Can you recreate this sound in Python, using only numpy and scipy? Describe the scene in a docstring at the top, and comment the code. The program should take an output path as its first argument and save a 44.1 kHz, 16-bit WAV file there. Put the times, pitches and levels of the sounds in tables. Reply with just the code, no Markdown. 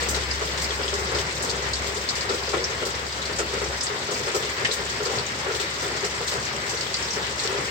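"""A steady hiss of hard rain, full of ticks, splats and hollow thuds, heard from a doorway.
Countless far drops on a yard merge into a wash; near drops tick, and fat drips splat on
leaves and a wet wooden ramp. Other drips drum on a hollow plastic bin lid and make it boom.
Underneath, a low hum like a far engine fades away."""
import sys
import numpy as np
from scipy import signal
from scipy.fft import rfft, irfft
from scipy.io import wavfile
from scipy.ndimage import uniform_filter1d

SR = 44100
rng = np.random.default_rng(int(sys.argv[2]) if len(sys.argv) > 2 else 0)


def to_wav(sig):
    """Store sig (one row per channel, or 1-D mono) as 16-bit WAV at the path in sys.argv[1].

    Samples outside -1..1 are clipped; the rate is SR.
    """
    pcm = np.clip(np.atleast_2d(sig), -1, 1) * 32767
    pcm = np.round(pcm).astype(np.int16)
    wavfile.write(sys.argv[1], SR, pcm.T)  # frames by channels


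N = 339570
LID_MIDDLE_HZ = 430  # pitch of the middle of the lid


def wash(level_db=-27.5, patchy_db=1.51, flicker_db=0.5):
    """Far drops merge into noise that swells and sinks in small patches, and a little all together."""
    # tone colour of the far rain: f/Hz, level/dB
    spectrum = [(20, -28), (42, -23), (60, 0.5), (120, 5.5), (170, 1.5), (200, -0.8), (300, -1.9),
                (420, -2), (750, 0.14), (1000, 1.5), (1600, 1.4), (2000, 2.5), (2500, -2), (4000, -5.5),
                (5000, -4.5), (8000, -20), (12000, -12)]
    bands = signal.stft(rng.standard_normal((2, N)), nperseg=512)[2]
    patches = uniform_filter1d(rng.standard_normal(bands.shape[1:]), 16, 0)  # smooth over pitch
    patches = unit(uniform_filter1d(patches, 9, 1))  # and over time
    flicker = unit(uniform_filter1d(rng.standard_normal(bands.shape[2]), size=10))
    swell = amp(patchy_db * patches + flicker_db * flicker)
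    noise = signal.istft(bands * swell, nperseg=512)[1][:, :N]
    return amp(level_db) * unit(colour(stereo(noise), spectrum))


def patter(level_db=-37, per_s=700, relative_width=0.35, spots=36):
    """Small near drops: each spot of wood or leaf answers with its own brief ring."""
    # tone colour of the small drops: f/Hz, level/dB
    spectrum = [(200, -43), (900, 13.5), (2000, -4.5), (3000, 10), (5000, 6.5), (8000, 3), (16000, -12)]
    out = np.zeros((2, N))
    for hz in np.geomspace(1200, 10000, spots):
        hit = impact(t60=0.2, rise=0.0016, direct_db=-9.5)
        spot = irfft(rfft(hit) * resonance(bins(hit), hz, relative_width * hz))
        sizes = amp(4 * np.minimum(rng.exponential(1, N), 3.3))
        drops = sizes * (rng.random(N) < per_s / spots / SR)
        pan = amp(rng.normal(0, 3.1) * np.array([[1], [-1]]))
        out += pan * signal.oaconvolve(drops[None], spot, axes=1)[:, :N]
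    return amp(level_db) * unit(colour(stereo(out), spectrum))


def splats(lesser_per_s=11, low_hz=2980, high_hz=6600):
    """Fat drips land on wet wood and leaves, with lesser ones at random between them."""
    # the fattest drips: t/s, ping f/Hz, level/dB, splash (0 clean ping, 1 all crack and spray)
    drips = [(0.086, 7560, -25, 0.86), (0.145, 3900, -23.5, 0.56), (0.31, 4870, -23, 0),
             (0.575, 3080, -25, 0.57), (0.616, 4970, -27.5, 0.8), (0.642, 4800, -27, 0),
             (0.706, 3340, -26, 0.1), (0.832, 4750, -27.5, 0.1), (0.879, 3230, -24.5, 0.44),
             (0.938, 5200, -26.5, 0.6), (0.99, 5600, -34, 0.8), (1.148, 4480, -25, 0.44),
             (1.185, 3130, -24.5, 0.56), (1.423, 7430, -27.5, 0.77), (1.495, 4720, -23.5, .54),
             (1.733, 4600, -21, 0.3), (1.865, 3550, -29, 0.74), (1.966, 3900, -31, 0.68),
             (2.088, 4640, -20, 0.3), (2.153, 4820, -27.5, 0.66), (2.208, 4540, -25.5, 0.26),
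             (2.292, 4480, -27, .45), (2.338, 4740, -32, 0.73), (2.49, 4600, -27, 0.55),
             (2.64, 5500, -22, 0), (2.851, 4570, -28, 0.8), (3.254, 4450, -28, 0.4),
             (3.386, 6800, -25, 0.62), (3.808, 5200, -24, 0.3), (3.832, 8200, -24, 0.52),
             (3.867, 4850, -27, 0.1), (4.115, 5530, -29.5, 0.68), (4.143, 4830, -28, 0.45),
             (4.175, 5170, -30.5, 0.7), (4.346, 5140, -25.5, 0.82), (4.424, 3450, -28, 0.48),
             (4.647, 1890, -19, 0.2), (4.649, 2970, -20.5, 0.23), (4.712, 3900, -22.5, 0.4),
             (4.722, 7000, -28, 0.84), (5.051, 4700, -26, 0.56), (5.115, 6200, -35, .78),
             (5.185, 4400, -25, 0), (5.508, 5200, -41, 0.87), (5.547, 3527, -27, 0.68),
             (5.598, 3073, -25, 0.67), (5.82, 3890, -30, 0.76), (6.045, 4710, -27, 0.7),
             (6.276, 4100, -24, 0.7), (6.314, 4940, -28.5, 0.6), (6.693, 5600, -26, 0.62),
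             (6.72, 5730, -38, 0.8), (6.772, 4500, -28.5, .45), (6.808, 4670, -24.5, .4),
             (6.941, 4560, -23, 0.16), (6.966, 4850, -27, 0.3), (7.025, 5300, -27.5, 0.46),
             (7.106, 5640, -26.5, 0.2), (7.133, 5430, -27, 0.5), (7.393, 4260, -24.5, 0.5),
             (7.435, 5400, -27, 0.58)]
    out = np.zeros((2, N))
    for s, hz, db, splash in drips:
        add(out, s, amp(db) * splat(hz, splash))
    for s, pitch, weight, splash in chance(lesser_per_s):
        hz = low_hz * (high_hz / low_hz) ** pitch
        add(out, s, amp(-35 + 4 * weight) * splat(hz, 0.81 * splash))
    return out


def splat(hz, splash, board_hz=5600, rebound_s=0.022):
    """A drip pings; the more it splashes, the more it cracks and throws a fizz of droplets."""
    ping = ringing(impact(t60=0.098, rise=0.00072, direct_db=-8.5), hz, 0.22 * hz)
    burst = impact(t60=0.12, rise=0.003, direct_db=-11)
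    # part of the drip jumps up and lands again
    rebound = impact(t60=0.07, rise=0.001, direct_db=-6)
    add(burst, rebound_s * rng.uniform(0.7, 1.3), amp(-4.5) * rebound)
    # the crack lies between the pitch of the drip and that of the wet boards
    crack = ringing(burst, np.sqrt(hz * board_hz), width_hz=4200)
    spray = ringing(impact(t60=0.19, rise=0.008, direct_db=-22), hz=12500, width_hz=8000)
    blend = splash * np.pi / 2
    return np.cos(blend) * ping + np.sin(blend) * amp(-1) * crack + splash ** 4 * amp(11.5) * spray


def thuds(gap_s=0.04, jitter_s=0.004, fade_db_per_s=29, stray_per_s=3):
    """Water spills on the lid as one drip or an uneven, fading string; stray drips fall in between."""
    # spills: t/s, length of the string/s, first drip's level/dB, f/Hz of the spot that is hit
    spills = [(0.016, 0.034, -29, 490), (0.165, 0, -27, 412), (0.41, 0, -23, 410), (0.791, 0.04, -26, 412),
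              (0.923, 0, -24.5, 406), (0.98, 0, -28, 406), (1.037, 0.04, -31, 410), (1.113, 0, -26, 463),
              (1.143, 0, -24, 416), (1.438, 0.036, -27, 510), (1.523, .09, -29.5, 434),
              (1.836, 0.037, -30.5, 445), (1.955, 0, -29, 404), (2.245, 0, -33, 486), (2.29, 0, -21.5, 420),
              (2.335, 0, -27, 473), (2.474, 0, -27, 480), (2.532, 0, -18, 393), (2.568, 0, -30, 470),
              (2.692, 0, -32.5, 436), (2.813, .045, -25, 487), (3.29, 0, -28.5, 421), (3.387, 0, -21, 403),
              (3.53, 0.035, -27.5, 420), (3.61, 0, -24.5, 432), (3.893, 0.05, -28.5, 436),
              (4.081, 0.03, -26.5, 439), (4.156, 0, -31, 494), (4.265, 0, -24.5, 416),
              (4.341, 0, -21.5, 396), (4.425, 0, -29, 443), (4.607, 0, -28.5, 392), (4.683, 0, -26.5, 467),
              (4.785, 0, -30.5, 413), (4.997, 0, -26, 406), (5.055, .11, -25, 463),
              (5.46, .075, -25.5, 430), (5.595, 0, -27, 413), (5.826, .11, -27, 440), (6.025, 0, -25, 423),
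              (6.202, 0, -28.5, 460), (6.315, 0.03, -27.5, 510), (6.725, 0, -29.5, 423),
              (7.163, 0, -26, 412), (7.443, 0.052, -26.5, 440), (7.541, 0.038, -27, 463)]
    out = np.zeros((2, N))
    for s, length, db, hz in spills:
        for after in np.linspace(0, length, 1 + round(length / gap_s)):
            late = jitter_s * rng.standard_normal() * (after > 0)
            add(out, s + after + late, thud(db - fade_db_per_s * after, hz))
    for s, softness, spot, _ in chance(stray_per_s):
        add(out, s, thud(-32.5 - 5 * softness, LID_MIDDLE_HZ * 2 ** (spot - 0.5)))
    return out


def thud(db, hz):
    """A heavy drip on the lid: a dull slap, a short boom, and a roll as the water falls back."""
    # tone colour of the slap: f/Hz, level/dB
    spectrum = [(60, -24), (130, -10), (300, -2.5), (700, -1), (1020, -1.5), (1180, -2), (1360, 7.5),
                (1550, -4.5), (2100, -5), (3500, -9.5), (9000, -23)]
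    hit = impact(t60=0.11, rise=0.015, direct_db=-1)
    boom = peaked(lid_ring(hit, hz, focus_db_per_octave=16.5), size=200)
    falling_back = impact(t60=0.3, rise=0.025, direct_db=-20, size=12288)
    sound = amp(-9) * peaked(lid_ring(falling_back, hz))
    water = impact(t60=0.15, rise=0.009, direct_db=-15)
    slap_gain = amp(0.14 * (db + 10.5))  # the harder it lands, the more it slaps
    slap = slap_gain * peaked(colour(stereo(water), spectrum))
    add(sound, 0, boom + slap)
    return amp(db) * sound


def lid_ring(blows, spot_hz, focus_db_per_octave=0):
    """The hollow lid booms at its own low pitches; focus favours those near the pitch of the spot hit."""
    # the lid's natural tones: f/Hz, width/Hz, level/dB
    modes = [(332.7, 8.1, -4.5), (377, 39.5, -1), (411.7, 36, 2), (470.3, 50.5, -2.5), (533.5, 66, -3.5),
             (608, 79, -11.5)]
    f = bins(blows)
    response = 0
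    for k, (hz, width_hz, db) in enumerate(modes):
        octaves_away = abs(np.log2(hz / spot_hz))
        gain = amp(db - focus_db_per_octave * octaves_away)
        response += (-1) ** k * gain * resonance(f, hz, width_hz)
    from_right = stereo(blows, left_lag_s=0.00017)
    return irfft(rfft(from_right) * response, blows.shape[1])


def drumming(level_db=-39.5, per_s=260):
    """Light drops keep the lid murmuring between the heavy ones."""
    drops = rng.uniform(-0.7, 1, (2, N)) * (rng.random((2, N)) < per_s / SR)
    return amp(level_db) * unit(lid_ring(drops, LID_MIDDLE_HZ))


def close_ticks():
    """The closest drops on the rail: one dry snap each, with hardly any spatter."""
    # drops on the rail: t/s, f/Hz, level/dB
    ticks = [(3.811, 5200, -30), (4.652, 2300, -26.5), (6.942, 4630, -26), (7.474, 4130, -26)]
    out = np.zeros((2, N))
    for s, hz, db in ticks:
        snap = impact(t60=0.026, rise=0.00091, direct_db=-4)
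        add(out, s, amp(db) * ringing(snap, hz, width_hz=3200))
    return out


def near_ticks(level_db=-40, per_s=70, spots=12):
    """Single crisp drops strike the nearby rail and chair at random."""
    out = np.zeros((2, N))
    for hz in np.geomspace(3000, 9000, spots):
        spot = ringing(impact(t60=0.06, rise=0.0015, direct_db=-6), hz, 0.7 * hz)
        drops = amp(rng.uniform(-9, 0, N)) * (rng.random(N) < per_s / spots / SR)
        out += signal.oaconvolve(drops[None], spot, axes=1)[:, :N]
    return amp(level_db) * unit(out)


def sparkle(level_db=-39, clump_db=3, per_s=1500):
    """The finest droplets land in short clumps of tiny high ticks."""
    drift = unit(uniform_filter1d(rng.standard_normal(N), size=2000))
    clumps = amp(clump_db * np.clip(drift, -2, 2))
    ticks = clumps * rng.standard_normal((2, N)) * (rng.random((2, N)) < per_s / SR)
    fizz = irfft(rfft(ticks) * resonance(bins(ticks), hz=14000, width_hz=8000) ** 2, N)
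    return amp(level_db) * unit(fizz)


def hum(hz=69.2, waver_hz=1.08, rough_db=-14, boost_db=1):
    """A low, slightly rough tone, like a far engine, wavers and fades."""
    # rise and fall of the hum: t/s, level/dB
    levels = [(0.0, -33), (0.12, -29.5), (0.55, -36), (1.17, -34.5), (1.35, -42), (1.76, -34), (2.0, -41),
              (3.3, -42), (3.67, -37), (4.05, -53), (4.35, -44.5), (7.7, -45.5)]
    t = np.arange(N) / SR
    drift = unit(uniform_filter1d(rng.standard_normal(N), size=9000))
    tone = unit(np.sin(2 * np.pi * np.cumsum(hz + waver_hz * drift) / SR))
    noise = rng.standard_normal(N)
    rumble = unit(irfft(rfft(noise) * resonance(bins(noise), hz, width_hz=14) ** 2, N))
    return amp(boost_db + np.interp(t, *np.transpose(levels))) * (tone + amp(rough_db) * rumble)


def impact(t60, rise, direct_db, size=6144):
    """One click with spatter and echoes that build over rise seconds and fall 60 dB in t60 seconds."""
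    t = np.arange(size) / SR
    envelope = (1 - np.exp(-t / rise)) * amp(-60 * t / t60)
    sound = unit(rng.standard_normal((2, size)) * envelope) / np.sqrt(size)
    sound[[0, 1], rng.integers(40, 64, 2)] += amp(direct_db)  # the click, once on each side
    return unit(sound) / np.sqrt(size)


def resonance(f, hz, width_hz):
    """How strongly something that rings at hz answers each frequency f; gain 1 at hz."""
    return 1j * f * width_hz / (hz ** 2 - f ** 2 + 1j * f * width_hz)


def ringing(x, hz, width_hz):
    """Passes x through a resonance twice; its loudest 18 ms get strength 1."""
    return peaked(irfft(rfft(x) * resonance(bins(x), hz, width_hz) ** 2), size=800)


def stereo(x, left_lag_s=0):
    """Blends two unrelated signals as two nearby microphones hear: alike in bass, apart in treble."""
    # likeness of left and right: f/Hz, correlation (1 same, 0 unrelated, below 0 opposed)
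    likeness = [(50, 1), (190, 0.93), (280, 0.77), (400, 1), (540, 0.91), (640, 0.19), (800, 0.3),
                (1020, 0.18), (1250, -0.35), (1600, -0.36), (1950, -0.015), (16000, -0.017)]
    a, b = rfft(x)
    f = bins(x)
    angle = np.arccos(np.clip(curve_at(likeness, f), -1, 1)) / 2
    shared, apart = np.cos(angle) * a, np.sin(angle) * b
    left = (shared + apart) * np.exp(-2j * np.pi * f * left_lag_s)
    return irfft([left, shared - apart], x.shape[1])


def colour(x, spectrum, size=4096):
    """Gives x a tone colour; the filter never rings ahead of a hit, so hits stay sharp."""
    log_gain = np.log(amp(curve_at(spectrum, abs(np.fft.fftfreq(size, 1 / SR)))))
    taps = np.fft.ifft(np.exp(np.conj(signal.hilbert(log_gain)))).real
    return signal.fftconvolve(x, taps[None], axes=1)[:, :x.shape[1]]


def chance(per_s):
    """Random events, one in each equal slice of time: rows of t/s and three random numbers 0-1."""
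    count = max(round(per_s * N / SR), 1)
    draws = rng.random((count, 4))
    draws[:, 0] = (np.arange(count) + draws[:, 0]) / count * N / SR
    return draws


def amp(db):
    """Turns decibels into gain."""
    return 10 ** (np.asarray(db) / 20)


def unit(x):
    """Scales x to an average strength (rms) of 1."""
    return x / np.sqrt(np.mean(x ** 2) + 1e-20)


def peaked(x, size=128):
    """Scales the loudest stretch of size samples to strength 1."""
    return x / np.sqrt(uniform_filter1d((x ** 2).mean(0), size).max())


def curve_at(points, hz):
    """Looks up a curve at hz, on a scale of octaves."""
    f, value = np.transpose(points)
    return np.interp(np.log(hz + 1), np.log(f + 1), value)


def bins(x):
    """The frequencies in the spectrum of x."""
    return np.fft.rfftfreq(x.shape[-1], 1 / SR)


def add(mix, s, sound):
    """Mixes a stereo sound in at s seconds."""
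    part = mix[:, max(round(s * SR), 0):][:, :sound.shape[1]]
    part += sound[:, :part.shape[1]]


def scene():
    """The fine rain swells and eases with the shower; drips and hum lie on top."""
    # strength of the shower: t/s, relative level/dB
    strength = [(0.0, -29.5), (0.21, -31), (3.06, -32), (6.2, -31), (7.7, -31)]
    shower = unit(amp(np.interp(np.arange(N) / SR, *np.transpose(strength))))
    rain = shower * (wash() + patter() + near_ticks() + sparkle())
    return rain + drumming() + hum() + splats() + close_ticks() + thuds()


def record(dry, top_hz=15900):
    """Colours the whole sound, dulls the right side and cuts the highest treble."""
    # overall tone colour, with a deep treble dip near 10 kHz: f/Hz, level/dB
    overall_tone = [(20, -2), (5200, 0), (6600, -1.5), (7600, 3), (8400, 0.5), (9100, -7.5), (9800, -28),
                    (10400, -47), (11300, -21.5), (13000, -19.5), (15800, -14)]
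    # right side against left: f/Hz, level/dB
    right_side = [(60, -4.5), (250, -0.5), (400, -4), (620, 0), (830, -4), (1100, -3.5), (1800, -1.5),
                  (2200, -3), (3000, -7.5), (4300, -3), (6800, -0.5), (7800, -1), (9000, -11.5),
                  (14000, -4.5)]
    heard = colour(dry, overall_tone)
    heard = np.vstack([heard[:1], colour(heard[1:], right_side)])
    treble_cut = signal.firwin(1023, top_hz, window=("kaiser", 9), fs=SR)
    return signal.oaconvolve(heard, treble_cut[None], "same")


dry = scene()
out = record(dry)
to_wav(out)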